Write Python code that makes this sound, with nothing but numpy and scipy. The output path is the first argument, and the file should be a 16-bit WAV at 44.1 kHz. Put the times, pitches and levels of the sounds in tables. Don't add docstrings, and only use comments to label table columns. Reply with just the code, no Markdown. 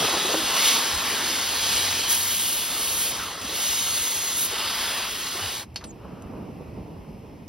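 import sys
import numpy as np
from scipy import signal
from scipy.fft import rfft, irfft
from scipy.io import wavfile
from scipy.ndimage import uniform_filter1d

SR = 44100
rng = np.random.default_rng(int(sys.argv[2]) if len(sys.argv) > 2 else 0)


def file_out(sig):
    cols = np.atleast_2d(sig).T
    lim = np.clip(cols, -1, 1)
    pcm = np.round(lim * 32767).astype(np.int16)
    wavfile.write(sys.argv[1], SR, pcm)


N = 329868
T = np.arange(N) / SR

SIZE, HOP = 1024, 256
HZ = np.fft.rfftfreq(SIZE, 1 / SR)
TIMES = np.arange(N // HOP + 5) * HOP / SR


def amp(db):
    return 10 ** (np.asarray(db) / 20)


def unit(x):
    return x / np.sqrt(np.mean(x ** 2) + 1e-20)


def read(points, hz):
    f, value = np.transpose(points)
    return np.interp(np.log(hz + 1), np.log(f + 1), value)


def curves(rows, t):
    s, *columns = np.transpose(rows)
    return [np.interp(t, s, column) for column in columns]


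def add(mix, s, sound):
    part = mix[max(round(s * SR), 0):][:len(sound)]
    part += sound[:len(part)]


def tint(x, colour):
    gain = amp(read(colour, np.fft.rfftfreq(len(x), 1 / SR)))
    return unit(irfft(rfft(x) * gain, len(x)))


def wobble(hz):
    f = np.fft.rfftfreq(N, 1 / SR)
    slow = rfft(rng.standard_normal(N)) / (1 + (f / hz) ** 2)
    return unit(irfft(slow, N))


def band_db(colour, lo, hi):
    in_band = (HZ >= lo) * (HZ < hi)
    return 10 * np.log10(np.mean(amp(read(colour, HZ)) ** 2 * in_band))


def turbulence(field_db, same, patchy_db):
    a, b, c, d, patches = rng.standard_normal((len(TIMES), len(HZ), 5)).T
    patches = uniform_filter1d(patches, size=9, axis=0)
    patches = unit(uniform_filter1d(patches, size=16, axis=1))
    likeness = np.clip(read(same, HZ), -1, 1)[:, None]
    left = a + 1j * b
    right = likeness * left + np.sqrt(1 - likeness ** 2) * (c + 1j * d)
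    channels = np.array([left, right])
    channels *= amp(field_db + patchy_db * patches) * np.sqrt(3 / SIZE)
    return signal.istft(channels, nperseg=SIZE, noverlap=SIZE - HOP)[1][:, :N]


def spells(rows, catch_s):
    total = 0
    for start, end, value in rows:
        on, off = np.tanh((TIMES - start) / catch_s), np.tanh((TIMES - end) / catch_s)
        total = total + value / 2 * (on - off)
    return total


def reflections(table_s=.0045, table_gain=.12, grate_s=.00135, grate_gain=.13, sway=.07):
    drift = 1 + sway * np.interp(TIMES, T, wobble(.8))
    grate_delay_s = grate_s * drift
    table_delay_s = table_s + grate_s * (drift - 1)
    grate = grate_gain * np.exp(-2j * np.pi * HZ[:, None] * grate_delay_s)
    table = table_gain * np.exp(-2j * np.pi * HZ[:, None] * table_delay_s)
    return 20 * np.log10(abs(1 + grate + table))


# middle in seconds, half-width in seconds, gain in dB.
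JET_SURGES = [(.05, 0.038, 2), (.68, 0.1, 8.5), (1.76, 0.19, 4.5), (2.12, .03, 4), (2.7, 0.1, -2.5),
              (3.02, 0.032, 1.7), (3.37, .14, -9), (3.68, 0.25, 2.5), (4.03, 0.11, 1.6), (4.83, 0.19, 2.5),
              (5.17, 0.13, -1.5), (5.64, 0.046, -9)]
SURGE_SHARPNESS = 1.26


def surges():
    return sum(db * np.exp(-abs((TIMES - s) / width) ** SURGE_SHARPNESS) for s, width, db in JET_SURGES)


# frequency in Hz, density in dB per Hz.
JET_SPECTRUM = [(50, -36), (130, -19.5), (240, -5), (480, -4.5), (680, -7.5), (1100, -1), (1500, -5.5),
                (1950, -3.5), (2350, -5.5), (3100, 0), (4500, -2.3), (6000, -3.5), (8000, -1),
                (10500, -5.5), (12700, -8), (14000, -10.5), (15600, -3.5)]
# frequency in Hz, likeness (1 narrow, lower wider).
JET_LIKENESS = [(500, .965), (1000, 1), (2200, .993), (4400, 1), (5900, .85), (7000, 1), (8400, 1),
                (9700, .84), (11300, 1), (13400, .75), (13900, 1), (15000, 1), (15800, .75)]
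# time in seconds, level in dB.
ROAR_LEVEL = [(0, -31.5), (.7, -32.5), (2.08, -37), (2.4, -41.5), (2.8, -39), (5.6, -41.5)]
# start in seconds, end in seconds, gain in dB.
EDGE_SPELLS = [(2.09, 2.6, 7), (2.6, 2.78, 5), (2.78, 3.12, 6.5), (3.54, 4.37, 3.5), (4.37, 4.47, 9)]
# start in seconds, end in seconds, strength 0 to 1.
HOLLOW_SPELLS = [(4.52, 5.08, 0.97), (5.37, 5.52, 0.7)]
# frequency in Hz, gain in dB.
HOLLOW_RESONANCES = [(250, 0.5), (1150, 7), (2100, 3.5), (3400, 2.5), (4200, -1), (4850, 4), (5650, -2.5),
                     (7000, -1)]
EDGE_CATCH_S, HOLLOW_CATCH_S = 0.0064, 0.028
JET_OFF_S, SHUT_DB_PER_S = 5.632, 906
HISS_DB, EASE_DB_PER_S = -27.5, 1.11
FIZZ_REL_DB, FIZZ_EASE_DB_PER_S = -9, 0.61
FIZZ_FOLLOWS, ROAR_FOLLOWS = 1.18, 0.11


def jet(flicker_db=0.5, flicker_hz=70, waver_db=0.25, waver_hz=7):
    surge_db = surges()
    hiss_db = HISS_DB - EASE_DB_PER_S * TIMES + surge_db
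    fizz_db = HISS_DB + FIZZ_REL_DB - FIZZ_EASE_DB_PER_S * TIMES
    fizz_db += FIZZ_FOLLOWS * surge_db + spells(EDGE_SPELLS, EDGE_CATCH_S)
    roar_db = curves(ROAR_LEVEL, TIMES)[0] + ROAR_FOLLOWS * surge_db
    hiss_gain_db = hiss_db - band_db(JET_SPECTRUM, 2500, 6000)
    roar_gain_db = roar_db - band_db(JET_SPECTRUM, 400, 1800)
    fizz_gain_db = fizz_db - band_db(JET_SPECTRUM, 9300, 13000)
    roar_share = read([(1300, 1.0), (3000, 0)], HZ)[:, None]
    fizz_share = read([(4900, 0), (10500, 1.03), (15000, 1.33)], HZ)[:, None]
    field_db = read(JET_SPECTRUM, HZ)[:, None] + reflections()
    field_db += (1 - roar_share - fizz_share) * hiss_gain_db
    field_db += roar_share * roar_gain_db + fizz_share * fizz_gain_db
    field_db += read(HOLLOW_RESONANCES, HZ)[:, None] * spells(HOLLOW_SPELLS, HOLLOW_CATCH_S)
    valve_db = -SHUT_DB_PER_S * np.maximum(T - JET_OFF_S, 0)
    tremble_db = flicker_db * wobble(flicker_hz) + waver_db * wobble(waver_hz)
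    return turbulence(field_db, JET_LIKENESS, patchy_db=1.12) * amp(valve_db + tremble_db)


SWELL_DB, SWELL_START_S, SWELL_PEAK_S = 11.5, 5.61, 6.48
SWELL_NARROWNESS = 1.2


def swell():
    age = np.maximum(TIMES - SWELL_START_S, 0) / (SWELL_PEAK_S - SWELL_START_S)
    return SWELL_DB * (age * np.exp(1 - age)) ** SWELL_NARROWNESS


# middle in seconds, half-width in seconds, gain in dB.
FLAME_GUSTS = [(5.9, .035, 2.5), (6.09, .13, -1.5), (6.34, .1, 2.5), (6.78, .08, 1.5)]


def gusts():
    return sum(db * np.exp(-((TIMES - s) / width) ** 2) for s, width, db in FLAME_GUSTS)


# frequency in Hz, density in dB per Hz.
FLUTTER_SPECTRUM = [(50, -21), (110, -8), (180, 2), (280, -3.5), (400, -6.5), (560, -11), (1050, -18),
                    (1450, -30), (3000, -59)]
# frequency in Hz, density in dB per Hz.
SOFT_SPECTRUM = [(1150, -1), (1450, -7), (1850, 0), (2700, 1.5), (3500, -8), (4600, -9), (5350, -4),
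                 (6200, -13), (7850, -9), (9200, -17), (10400, -16), (11100, -9.5), (12500, -17),
                 (14200, -11), (15800, -18)]
# frequency in Hz, likeness (1 narrow, lower wider).
FLAME_LIKENESS = [(130, .95), (700, .65), (1500, .3), (2500, .88), (4200, .97), (6200, .75), (7000, 1),
                  (8500, 1), (9800, .72), (11300, .95)]
# frequency in Hz, left channel over right in dB.
FLAME_LEAN = [(60, -3), (200, -0.5), (700, -4.5), (1300, -4.5), (2400, 5), (4400, -0.5), (7000, 2.2)]
FLUTTER_DB, SOFT_DB, SOFT_FOLLOWS = -51.5, -64.5, 0.37
DARKEN_OCTAVES_PER_S = 0.068


def flame(lumpy_db=1.3, lumpy_hz=22):
    low_db = FLUTTER_DB + swell() + gusts() - band_db(FLUTTER_SPECTRUM, 130, 900)
    high_db = SOFT_DB + SOFT_FOLLOWS * swell() - band_db(SOFT_SPECTRUM, 1800, 6000)
    darker = 2 ** (DARKEN_OCTAVES_PER_S * (np.maximum(TIMES, SWELL_START_S) - SWELL_PEAK_S))
    flutter_field_db = read(FLUTTER_SPECTRUM, HZ[:, None] * darker) + low_db
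    soft_field_db = read(SOFT_SPECTRUM, HZ)[:, None] + high_db
    flutter = turbulence(flutter_field_db, FLAME_LIKENESS, patchy_db=0.7)
    soft = turbulence(soft_field_db, FLAME_LIKENESS, patchy_db=1.0)
    both = flutter * amp(lumpy_db * wobble(lumpy_hz)) + soft
    side_db = read(FLAME_LEAN, np.fft.rfftfreq(N, 1 / SR))
    return irfft(rfft(both) * amp([side_db / 2, -side_db / 2]), N)


# frequency in Hz, density in dB per Hz.
RUMBLE_SPECTRUM = [(20, -25), (35, -8.5), (55, 17), (90, 6), (120, -12), (250, -18), (600, -52)]
RUMBLE_DB, RUMBLE_FOLLOWS = -51.5, 0.38


def rumble(lumpy_db=2):
    level_db = RUMBLE_DB + RUMBLE_FOLLOWS * swell() - band_db(RUMBLE_SPECTRUM, 30, 110)
    burn = turbulence(read(RUMBLE_SPECTRUM, HZ)[:, None] + level_db, JET_LIKENESS, patchy_db=1.5)
    return burn * amp(lumpy_db * wobble(15.0))


def gliding(rows, evenness=.55):
    out = np.zeros(N)
    for start, end, first_hz, last_hz, width, db in rows:
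        n = max(int((end - start) * SR), HOP)
        drive = rng.standard_normal(N) + 1j * rng.standard_normal(N)
        narrow = signal.butter(2, width / 2, fs=SR, output="sos")
        sway = signal.sosfilt(narrow, drive[:n + SR // 4])[-n:]
        sway = sway / abs(sway) ** np.clip(evenness, 0, 1)
        turns = np.cumsum(np.geomspace(first_hz, last_hz, n)) / SR
        tone = (sway * np.exp(2j * np.pi * turns)).real
        add(out, start, amp(db) * unit(tone) * signal.windows.tukey(n, .3))
    return out


# start in seconds,
# end in seconds, first pitch in Hz, last pitch in Hz, width in Hz, level before the fades in dB.
GAS_WHISTLES = [(0, .45, 3900, 3670, 350, -36), (.355, .407, 354, 343, 35, -31.5),
                (.415, .448, 322, 240, 60, -36), (.47, .66, 882, 1247, 141, -39),
                (1.25, 1.65, 9900, 10100, 200, -54), (3.18, 3.25, 1544, 1290, 240, -36.5),
                (3.25, 3.325, 1188, 877, 220, -40), (3.475, 3.555, 438.5, 430, 260, -41.5),
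                (3.55, 4.25, 8700, 8250, 1500, -37), (3.55, 4.5, 6350, 6610, 900, -35.5),
                (5.845, 5.922, 8950, 6340, 450, -48), (5.9, 6.95, 2856, 2300, 700, -65.5),
                (5.95, 6.5, 1148, 848, 700, -52.5)]


def whistles():
    return gliding(GAS_WHISTLES)


# start in seconds, end in seconds, first pitch in Hz,
# last pitch in Hz, width in Hz, level before the fades in dB.
FLAME_PUFFS = [(0, .052, 171.6, 134, 25, -38), (.93, .975, 85, 55, 26, -35.5),
               (1.2, 1.36, 340, 326, 60, -45), (5.41, 5.49, 80, 75, 27, -40.5),
               (5.67, 5.77, 85, 95, 50, -44), (6.67, 6.85, 85, 80, 55, -42),
               (7.05, 7.22, 196.4, 186, 70, -43)]


def puffs():
    return gliding(FLAME_PUFFS)


# middle in seconds, level before the fades in dB,
# length in seconds, pitch of the cavity in Hz.
GAS_SPUTTERS = [(0.027, -29.5, 0.039, 336), (0.05, -25, 0.022, 890), (0.089, -28, 0.02, 340),
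                (0.141, -27, 0.031, 366), (.148, -29, 0.02, 780), (0.172, -29, 0.027, 348),
                (0.254, -30.5, 0.034, 380), (0.305, -30, 0.073, 500), (.342, -26, .02, 340),
                (0.349, -23, 0.022, 580), (4.533, -36, .025, 457), (5.358, -38, .03, 380),
                (5.395, -33.5, .026, 1300), (6.053, -44.5, 0.02, 650), (7.048, -49, 0.014, 1000)]


def sputters(cavity_db=7.0, cavity_width=0.13):
    out = np.zeros(N)
    f = np.geomspace(50, 16000, num=120)
    splash_db = read([(150, -14), (320, 2.5), (1200, -1), (2000, -16), (12000, -38)], f)
    for s, db, length, hz in GAS_SPUTTERS:
        n = int(length * SR)
        ring_db = cavity_db * np.exp(-(np.log(f / hz) / cavity_width) ** 2)
        blast = tint(rng.standard_normal(n), np.transpose([f, splash_db + ring_db]))
        add(out, s - length / 2, amp(db) * blast * np.sqrt(np.hanning(n)))
    return out


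HUM_HZ, HUM_DB, HUM_PEAK_S, HUM_HALF_WIDTH_S = 91.5, -44, 1.9, .55


def hum(waver_db=1.5, waver_hz=4, stray_hz=.8):
    turns = np.cumsum(HUM_HZ + stray_hz * wobble(waver_hz)) / SR
    rise_and_fall = np.exp(-((T - HUM_PEAK_S) / HUM_HALF_WIDTH_S) ** 2)
    level = amp(HUM_DB + waver_db * wobble(waver_hz)) * rise_and_fall
    return level * np.sin(2 * np.pi * turns)


# start in seconds, peak level in dB, length in seconds,
# first pitch in Hz, last pitch in Hz.
MELT_POPS = [(3.108, -43, .022, 900, 520), (3.118, -36, .006, 3000, 1500), (3.119, -35, 0.018, 560, 65),
             (3.442, -31.5, 0.016, 380, 150)]


def pops():
    out = np.zeros(N)
    for s, db, length, first_hz, last_hz in MELT_POPS:
        n = int(length * SR)
        turns = np.cumsum(np.geomspace(first_hz, last_hz, n)) / SR + rng.random()
        add(out, s, amp(db) * np.sin(2 * np.pi * turns) * signal.windows.tukey(n, .5))
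    return out


# start in seconds, level at the onset in dB.
SLAG_TICKS = [(3.448, -34), (5.744, -50), (5.843, -36), (6.222, -45)]
# frequency in Hz, density in dB per Hz.
TICK_SPECTRUM = [(500, -22), (4000, -6), (8000, 6), (11000, -9), (16000, -16)]


def ticks(tick_t60=0.027):
    out, t = np.zeros(N), np.arange(SR // 3) / SR
    for s, db in SLAG_TICKS:
        tick = tint(rng.standard_normal(len(t)), TICK_SPECTRUM)
        add(out, s, amp(db - 60 * t / tick_t60) * tick)
    return out


# start in seconds, level in dB, share of ring 0 to 1.
PIECE_KNOCKS = [(5.7592, -27, 0.84), (5.7643, -35, 1), (5.774, -42, .5), (5.781, -45, .4),
                (5.8105, -48, .3), (5.8399, -36.5, .15), (5.849, -49, .15)]
# frequency in Hz, relative level in dB, 60 dB decay in seconds.
PIECE_MODES = [(537, -19, .13), (985, -17, .11), (1595, -17, .06), (1900, -18, .065), (2430, -12, .025),
               (3180, -10, 0.087), (3845, -7, .055), (4390, -1, .09), (4460, -6, 0.082), (4725, -10, .07),
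               (4975, 1, .053), (5465, -2, .045)]
# frequency in Hz, density in dB per Hz.
CRACK_SPECTRUM = [(150, -21), (700, -4), (1200, -6), (2800, 0.5), (4900, 0), (6200, -1), (12000, -17),
                  (16000, -25)]


def knocks(ring_db=-2, crack_db=-1, crack_t60=0.041, tail_db=-21, tail_t60=0.33, contact_s=0.00038):
    out, t = np.zeros(N), np.arange(SR // 3) / SR
    for s, db, rings in PIECE_KNOCKS:
        ring = np.zeros(len(t))
        for hz, mode_db, t60 in PIECE_MODES:
            ring += amp(mode_db - 60 * t / t60) * np.sin(2 * np.pi * (hz * t + rng.random()))
        fade = amp(crack_db - 60 * t / crack_t60) + amp(tail_db - 60 * t / tail_t60)
        crack = fade * tint(rng.standard_normal(len(t)), CRACK_SPECTRUM)
        blow = rings * amp(ring_db) * ring + crack
        add(out, s, amp(db) * blow * np.minimum(t / contact_s, 1))
    return out


# start in seconds, end in seconds,
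# first pitch in Hz, last pitch in Hz, width in Hz, level before the fades in dB.
PIECE_SKIDS = [(5.808, 5.824, 1510, 1300, 1100, -47), (5.82, 5.86, 851, 703, 1100, -45)]


def skid():
    return gliding(PIECE_SKIDS)


def scene():
    torch = jet() + flame() + rumble() + whistles() + puffs() + sputters() + hum() + pops()
    metal = ticks() + knocks() + skid()
    return torch + metal


# frequency in Hz, phase in radians.
TREBLE_PHASE = [(0, 0), (4400, 0), (5600, -1.1), (6300, -1.4), (7000, -np.pi), (8500, -np.pi), (9700, -1.6),
                (10700, -.1), (11700, 0), (13600, 2.3), (13900, np.pi), (15050, np.pi), (15700, 4)]
EDGE_HZ = 15830


def record(dry, low_cut_hz=42):
    turn = np.interp(np.fft.rfftfreq(N, 1 / SR), *np.transpose(TREBLE_PHASE))
    channels = irfft(rfft(dry) * np.exp(.5j * np.array([turn, -turn])), N)
    low_cut = signal.butter(3, low_cut_hz, "high", fs=SR, output="sos")
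    channels = signal.sosfilt(low_cut, channels)
    band_limit = signal.firwin(601, EDGE_HZ, window=("kaiser", 9), fs=SR)
    return signal.oaconvolve(channels, band_limit[None], "same")


dry = scene()
out = record(dry)
file_out(out)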